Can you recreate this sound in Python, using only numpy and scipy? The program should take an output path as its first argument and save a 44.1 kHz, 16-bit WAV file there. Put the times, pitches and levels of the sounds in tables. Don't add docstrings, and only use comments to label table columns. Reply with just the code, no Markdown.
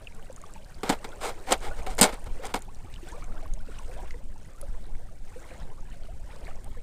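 import sys
import numpy as np
from scipy import signal
from scipy.fft import rfft, irfft, next_fast_len
from scipy.io import wavfile
from scipy.ndimage import uniform_filter1d, map_coordinates

SR = 44100
rng = np.random.default_rng(int(sys.argv[2]) if len(sys.argv) > 2 else 0)


def wav_out(sig):
    wavfile.write(sys.argv[1], SR, np.round(np.clip(np.atleast_2d(sig).T, -1, 1) * 32767).astype(np.int16))


def level_to_linear(level):
    exponent = np.asarray(level, float) / 20
    return 10 ** exponent


N = 301070
T = np.arange(N) / SR


def unit(x):
    return x / np.sqrt(np.mean(x ** 2) + 1e-20)


def wobble(rate):
    knots = rng.standard_normal(int(N * rate / SR) + 4)
    return map_coordinates(knots, [np.arange(N) * rate / SR])


def filtered(x, response):
    m = next_fast_len(N + SR // 2)
    return irfft(rfft(x, m) * response(np.fft.rfftfreq(m, 1 / SR)), m)[:N]


def colour(points):
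    f, db = np.transpose(points)
    return lambda hz: level_to_linear(np.interp(np.log(hz + 1), np.log(f + 1), db, left=-120, right=-120))


def resonant(modes):
    def response(f):
        total = 0
        for k, (centre, width, db) in enumerate(modes):
            damping = 1j * f * width
            total = total + (-1) ** k * level_to_linear(db) * damping / (centre * centre - f * f + damping)
        return total
    return response


def through(level, modes):
    force = rng.standard_normal(N)
    return filtered(level * force, resonant(modes)) / np.std(filtered(force, resonant(modes)))


def rush(spectrum, patchy_db):
    z = signal.stft(rng.standard_normal(N), nperseg=256)[2]
    field = uniform_filter1d(rng.standard_normal(z.shape), size=3, axis=0)
    field = uniform_filter1d(field, size=8, axis=1)
    noise = signal.istft(z * level_to_linear(patchy_db * unit(field)), nperseg=256)[1][:N]
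    return unit(filtered(noise, colour(spectrum)))


def chirps(s, db, hz0, hz1, life, size):
    t = np.arange(size) / SR
    u = t / np.asarray(life)[:, None]
    glide = (hz1 - hz0)[:, None] * np.where(u < 1, u / 2, 1 - .5 / np.maximum(u, 1))
    shape = (1 - np.exp(-u / 0.097)) * level_to_linear(-9 * u - 1.6 * u ** 2) * 1.42
    tones = level_to_linear(db)[:, None] * shape * np.sin(2 * np.pi * (hz0[:, None] + glide) * t)
    at = np.round(s * SR).astype(int)[:, None] + np.arange(size)
    return np.bincount(at.ravel(), tones.ravel(), N + size + SR)[:N]


def swarm(level_db, count, hz, spread, cycles, rise, tail_db, size):
    chance = np.cumsum(level_to_linear(.5 * level_db))
    s = np.searchsorted(chance / chance[-1], rng.random(count)) / SR
    draw = rng.standard_normal((count, 3))
    pitch = np.clip(hz * np.exp(spread * draw[:, 0]), 250, 14000)
    life = cycles / pitch * np.exp(0.36 * draw[:, 1])
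    size_db = tail_db * np.minimum(rng.exponential(size=count), 3)
    end_pitch = pitch * (1 + rise + 0.12 * draw[:, 2])
    x = chirps(s, size_db, pitch, end_pitch, life, size)
    return unit(x * level_to_linear(-.25 * level_db))


# [f/Hz, level/dB per Hz]
AIR_COLOUR = [(1500, -22), (3000, 4.5), (15000, -4)]


def hiss():
    return level_to_linear(-76) * rush(AIR_COLOUR, 0)


# [t/s, rumble level/dB]
GUSTS = [(0, -40), (1.1, -37), (1.9, -28.5), (2.8, -38), (3.5, -27.5), (3.8, -33.5), (4.15, -27),
         (4.35, -37.5), (4.7, -28), (5.3, -33.5), (6.2, -31), (6.83, -33.5)]
# [f/Hz, level/dB per Hz]
RUMBLE_COLOUR = [(4, -7), (12, 3), (25, -10), (50, -17.5), (100, -26.5), (200, -32.5), (400, -43.5),
                 (900, -65)]


def wind():
    gust_s, gust_db = np.transpose(GUSTS)
    level_db = np.interp(T, gust_s, gust_db)
    air = rush(RUMBLE_COLOUR, patchy_db=-2.5)
    lump_hz = 55
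    lumps = filtered(air, lambda hz: 1 / (1 + (hz / lump_hz) ** 4))
    roar_db = -35 + 0.2 * (level_db - level_db.mean())
    return level_to_linear(0.66 * wobble(11)) * (level_to_linear(level_db) * lumps + level_to_linear(roar_db) * (air - lumps))


# [t/s, level/dB]
SURGE_FORCE = [(0, -57), (.75, -56), (1.0, -52), (1.749, -48), (2.2, -52), (2.43, -51), (2.7, -58.5),
               (2.93, -57.5), (3.149, -50.5), (3.58, -59), (4.0, -50.5), (4.3, -62), (4.851, -56.5),
               (5.2, -62.5), (5.52, -52), (5.78, -62), (6.47, -55.5), (6.83, -60)]


def surge(calm_db, grows, lead_s):
    s, db = np.transpose(SURGE_FORCE)
    return calm_db + grows * (np.interp(T + lead_s, s, db) + 58)


# [t/s, lift/dB, half length/s]
WAVELETS = [(.06, 3, .04), (0.574, 5, .04), (0.715, 5, .04), (2.931, 6, .05), (3.068, 5, .05),
            (3.752, 7, .06), (4.067, 5, .05), (4.469, 4, .04), (5.291, 4, .04), (5.501, 4, .05),
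            (5.611, 5, .04), (5.932, 9, .04), (6.056, 5, .02), (6.322, 6, .03), (6.49, 6, .04),
            (6.772, 6, .03)]


def splash():
    return sum(db * np.exp(-((T - s) / half) ** 2) for s, db, half in WAVELETS)


# [f/Hz, level/dB]
GURGLE_COLOUR = [(200, -21), (350, -5.5), (550, -3), (900, -7), (1400, -20), (2500, -42)]
# [f/Hz, level/dB]
WASH_COLOUR = [(500, -31.5), (1000, -13), (1500, -2), (2500, -6), (4000, -12.5), (6000, -28.5)]
# [f/Hz, level/dB]
FIZZ_COLOUR = [(2000, -21.5), (4000, -2.5), (6000, -2.5), (8600, 1.5), (10000, -3.5), (11000, -14),
               (14700, -8), (16000, -16.5)]


def waves():
    lift_db, slosh = splash(), wobble(14)
    gurgle_db = surge(calm_db=-58, grows=1, lead_s=0)
    wash_db = surge(calm_db=-63, grows=.7, lead_s=.02) + lift_db
    fizz_db = surge(calm_db=-65.5, grows=0.62, lead_s=0.046) + 0.44 * lift_db
    pockets = swarm(gurgle_db, count=420, hz=620.3, spread=0.3603, cycles=10.4, rise=0.2,
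                    tail_db=3.5, size=1600)
    gurgle = level_to_linear(-2.0) * rush(GURGLE_COLOUR, 4) + level_to_linear(-3) * pockets
    beads = swarm(wash_db, count=1200, hz=1750, spread=.42, cycles=9, rise=0.05,
                  tail_db=3.5, size=700)
    wash = level_to_linear(-3.5) * rush(WASH_COLOUR, 3.5) + level_to_linear(-2.5) * beads
    flutter = unit(level_to_linear(2.2 * wobble(300)))
    foam = swarm(fizz_db, count=600, hz=7000, spread=.33, cycles=4.5, rise=.03,
                 tail_db=4, size=200)
    fizz = level_to_linear(-1) * flutter * rush(FIZZ_COLOUR, 1.5) + level_to_linear(-6) * foam
    water = level_to_linear(gurgle_db - 0.17 + 1.8 * slosh) * gurgle
    water += level_to_linear(wash_db + 0.8 * slosh) * wash
    water += level_to_linear(fizz_db + .4 * slosh) * fizz
    return water


# [t/s, peak level/dB, start
# f/Hz, end f/Hz, life/s]
AIR_POCKETS = [(.299, -35, 553, 513, 0.0091), (.071, -33.5, 2940, 2440, .005), (.559, -42, 910, 880, 0.013),
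               (1.666, -34.5, 863, 789, 0.025), (1.868, -33.5, 754, 750, 0.037),
               (2.395, -37, 460, 580, 0.02), (2.443, -34.5, 738, 814, .018),
               (1.712, -38, 1440, 1475, 0.016), (2.68, -44, 680, 1110, 0.018),
               (3.029, -39.5, 342, 343, 0.016), (3.602, -50, 1340, 1600, 0.012),
               (3.075, -49, 1410, 1750, 0.036), (3.122, -41.5, 850, 1175, .025),
               (3.223, -42.5, 1090, 1420, 0.011), (3.427, -44.5, 674, 630, 0.018),
               (3.686, -40, 536, 375, .013), (3.879, -45, 449, 553, 0.0476), (4.142, -41.5, 450, 490, .016),
               (4.629, -37.5, 562, 557, .016), (5.359, -37, 464, 520, 0.019), (5.513, -43, 562, 494, 0.021),
               (6.085, -45, 590, 760, 0.0247), (6.481, -43.5, 673, 812, 0.022),
               (6.769, -45, 510, 455, 0.023)]
# [t/s, peak level/dB, f/Hz]
DROP_PLINKS = [(4.951, -48, 2150), (.123, -45.5, 2230), (.195, -47, 1520), (.379, -45, 1260),
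               (0.438, -36.5, 1135), (1.13, -38, 1420), (.226, -48, 2870), (1.819, -41, 2314),
               (1.866, -34.5, 2160), (2.452, -42, 2230), (2.94, -42, 2830), (2.961, -39, 3000),
               (3.223, -43, 2250), (3.32, -44.5, 1340), (3.391, -46, 1110), (3.457, -39.5, 1090),
               (6.479, -41, 1700), (3.717, -43.5, 1390), (3.786, -39, 2700), (3.794, -39.5, 1045),
               (4.034, -41, 886), (4.108, -36, 2030), (4.142, -43.5, 1940), (4.359, -45.5, 875),
               (4.627, -45, 1270), (5.441, -44, 2080), (5.508, -42.5, 2330), (6.321, -49, 2320),
               (6.47, -38.5, 2170), (6.512, -42.5, 1254)]


def bubbles():
    s, db, hz0, hz1, life = np.transpose(AIR_POCKETS)
    pockets = chirps(s, db, hz0, hz1, life, size=4000)
    s, db, hz = np.transpose(DROP_PLINKS)
    brief = 0.006 * 1000 / hz
    return pockets + chirps(s, db, hz, 1.023 * hz, brief, size=1500)


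# [t/s, peak level/dB, f/Hz]
DROPLETS = [(0.3274, -40.5, 7700), (0.3622, -35, 6770), (0.4159, -37.5, 6800), (0.5375, -39.5, 7440),
            (0.6465, -41, 4300), (1.09, -40, 6330), (2.7472, -42.5, 5900), (1.5783, -39.5, 8520),
            (1.6057, -41, 6730), (.1481, -43, 7840), (1.832, -40.5, 6520), (0.4642, -44, 5880),
            (1.951, -36.5, 9370), (1.972, -36, 7300), (2.013, 1.5, 8280), (2.1414, -34.5, 9380),
            (2.2423, -39, 8540), (2.591, -38.5, 9500), (2.6212, -33, 7100), (2.94, -36.5, 3680),
            (3.0871, -37.5, 7600), (3.12, -39, 6650), (3.2422, -41, 6380), (3.5372, -32.5, 6620),
            (3.7896, -36.5, 6060), (4.108, -38.5, 4800), (4.6138, -30, 10550), (6.3617, -43, 5040),
            (6.451, -42, 3980), (6.644, -38, 8650)]
# [f/Hz, level/dB]
CRACK_COLOUR = [(2500, -6.5), (4000, -2.5), (5400, -8.5), (7000, -3), (8600, 0.5), (9700, -7),
                (10500, -16.5), (14700, -15.5), (16000, -27.5)]


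def ticks():
    s, db, hz = np.transpose(DROPLETS)
    life = np.full(len(s), .0014)
    upper = np.minimum(1.6 * hz, 13500)
    rings = chirps(s, db - 3.5, hz, .97 * hz, life, size=300)
    rings += chirps(s, db - 7.0, upper, 0.62 * upper, 0.75 * life, size=300)
    spikes = np.bincount(np.round(s * SR).astype(int), level_to_linear(db - 6.0), N)
    decay = level_to_linear(-60 * np.arange(400) / SR / 0.019)
    snap = signal.fftconvolve(spikes, decay)[:N]
    return rings + filtered(snap * rng.standard_normal(N), colour(CRACK_COLOUR))


# [t/s, crack peak level/dB, body level/dB, thud level/dB, t60/s]
KNOCKS = [(.832, -30.5, -26, -31.5, 0.037), (0.8926, -19.5, -21, -19.5, 0.058),
          (0.8992, -19, -17, -26, 0.06), (.92, -31, -26.5, -34, 0.099), (1.0434, -34.5, -29.5, -44, 0.044),
          (1.2926, -37, -31, -46, 0.09), (1.508, -23, -24.5, -35.5, 0.074),
          (1.5204, -8.5, -15.5, -31, 0.057), (1.5337, -33, -22.5, -39, 0.067),
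          (1.8643, -35, -32.5, -62, 0.086), (1.9001, -37, -47, -47.5, 0.073),
          (1.9811, -24, -27.5, -39.5, .06), (1.9891, -17, -22.5, -38, 0.073),
          (2.0105, -32.5, -17.5, -13, .045), (2.012, -3, -18.5, -12, 0.055), (2.0277, -3.5, -16, -20, .045),
          (2.0375, -10, -14.5, -36.5, .055), (2.047, -18, -22.5, -40.5, .1),
          (2.1254, -40.5, -38, -37, 0.14), (2.4534, -28.5, -43, -44, 0.026),
          (2.4646, -26.5, -40, -67, 0.02), (2.5401, -23, -19.5, -30, 0.031),
          (2.5544, -28, -26.5, -42, 0.078), (2.0182, -9.5, -19, -39.5, 0.059)]
# [start t/s, end t/s, body level/dB, rasp level/dB]
SCRAPES = [
    (0.838, 0.893, -34, -53),
    (1.204, 1.309, -32.5, -42.5),
    (1.466, 1.532, -33.5, -51),
    (1.604, 1.697, -39, -53),
    (1.763, 1.813, -43.5, -58),
    (1.88, 1.946, -44, -53),
    (2.045, 2.112, -34.5, -58),
    (2.104, 2.162, -43.5, -62),
    (2.257, 2.281, -44, -60),
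    (2.412, 2.53, -41.5, -61),
]
# [f/Hz, width/Hz, level/dB]
BOX_WALLS = [(468, 137, 2.5), (649, 85, 1.5), (750, 87, 4), (965, 204, 0), (1330, 294, -3.5),
             (2200, 277, -5.5), (3260, 1300, -14)]
# [f/Hz, width/Hz, level/dB]
BOX_AIR = [(200, 29.6, -2), (260, 36.6, 0.5), (305, 60, -4)]
# [f/Hz, width/Hz, level/dB]
CLASP_MODES = [(4970, 140, 0.5), (7180, 120, -5), (7700, 160, -4), (8280, 90, -11), (9300, 160, 0),
               (9370, 150, 0)]


def tackle():
    body, push, crack = np.zeros((3, N))
    stutter = np.tanh(wobble(450))
    judder = wobble(60)
    u = T[:SR // 5]
    contact_s = 0.0046
    for s, crack_db, body_db, thud_db, t60 in KNOCKS:
        i = round(s * SR)
        after = np.maximum(u - contact_s, 0) / max(t60, .005)
        first = level_to_linear(7.5) * np.exp(-u / 0.00099)
        chatter = (1 - np.exp(-u / 0.0036)) * level_to_linear(3.54 * stutter[i:][:len(u)])
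        grip = (1 - np.exp(-u / 0.00036)) * (first + chatter)
        body[i:][:len(u)] += (grip * level_to_linear(body_db - 0.95 - 60 * after)) ** 2
        crack[i:][:len(u)] += (grip * level_to_linear(crack_db - 11 - 90 * after)) ** 2
        push[i:][:88] += level_to_linear(thud_db + 18) * np.hanning(88)
    catch = level_to_linear(2.5 * stutter + 1.2 * judder) ** 2
    for start, end, body_db, rasp_db in SCRAPES:
        stroke = np.sin(np.pi * np.clip((T - start) / (end - start), 0, 1)) ** 1.25 * catch
        body += stroke * level_to_linear(body_db) ** 2
        crack += stroke * level_to_linear(rasp_db) ** 2
    bright = np.sqrt(crack) * rush(CRACK_COLOUR, 1.2)
    bright += level_to_linear(-8.0) * through(np.sqrt(crack), CLASP_MODES)
    walls = through(np.sqrt(body), BOX_WALLS)
    return walls + filtered(push, resonant(BOX_AIR)) + bright


def scene():
    return (hiss() + wind() + waves() + bubbles() + ticks() + tackle())[None]


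def roll_off(x):
    return signal.sosfilt(signal.butter(12, 16510, fs=SR, output="sos"), x)


def record(dry):
    x = dry[0] / (1 + np.abs(dry[0] / .8) ** 6) ** (1 / 6)
    top_hz = 15300
    x = filtered(x, lambda hz: 1 / (1 + (hz / top_hz) ** 45))
    return roll_off(x[None])


dry = scene()
out = record(dry)
wav_out(out)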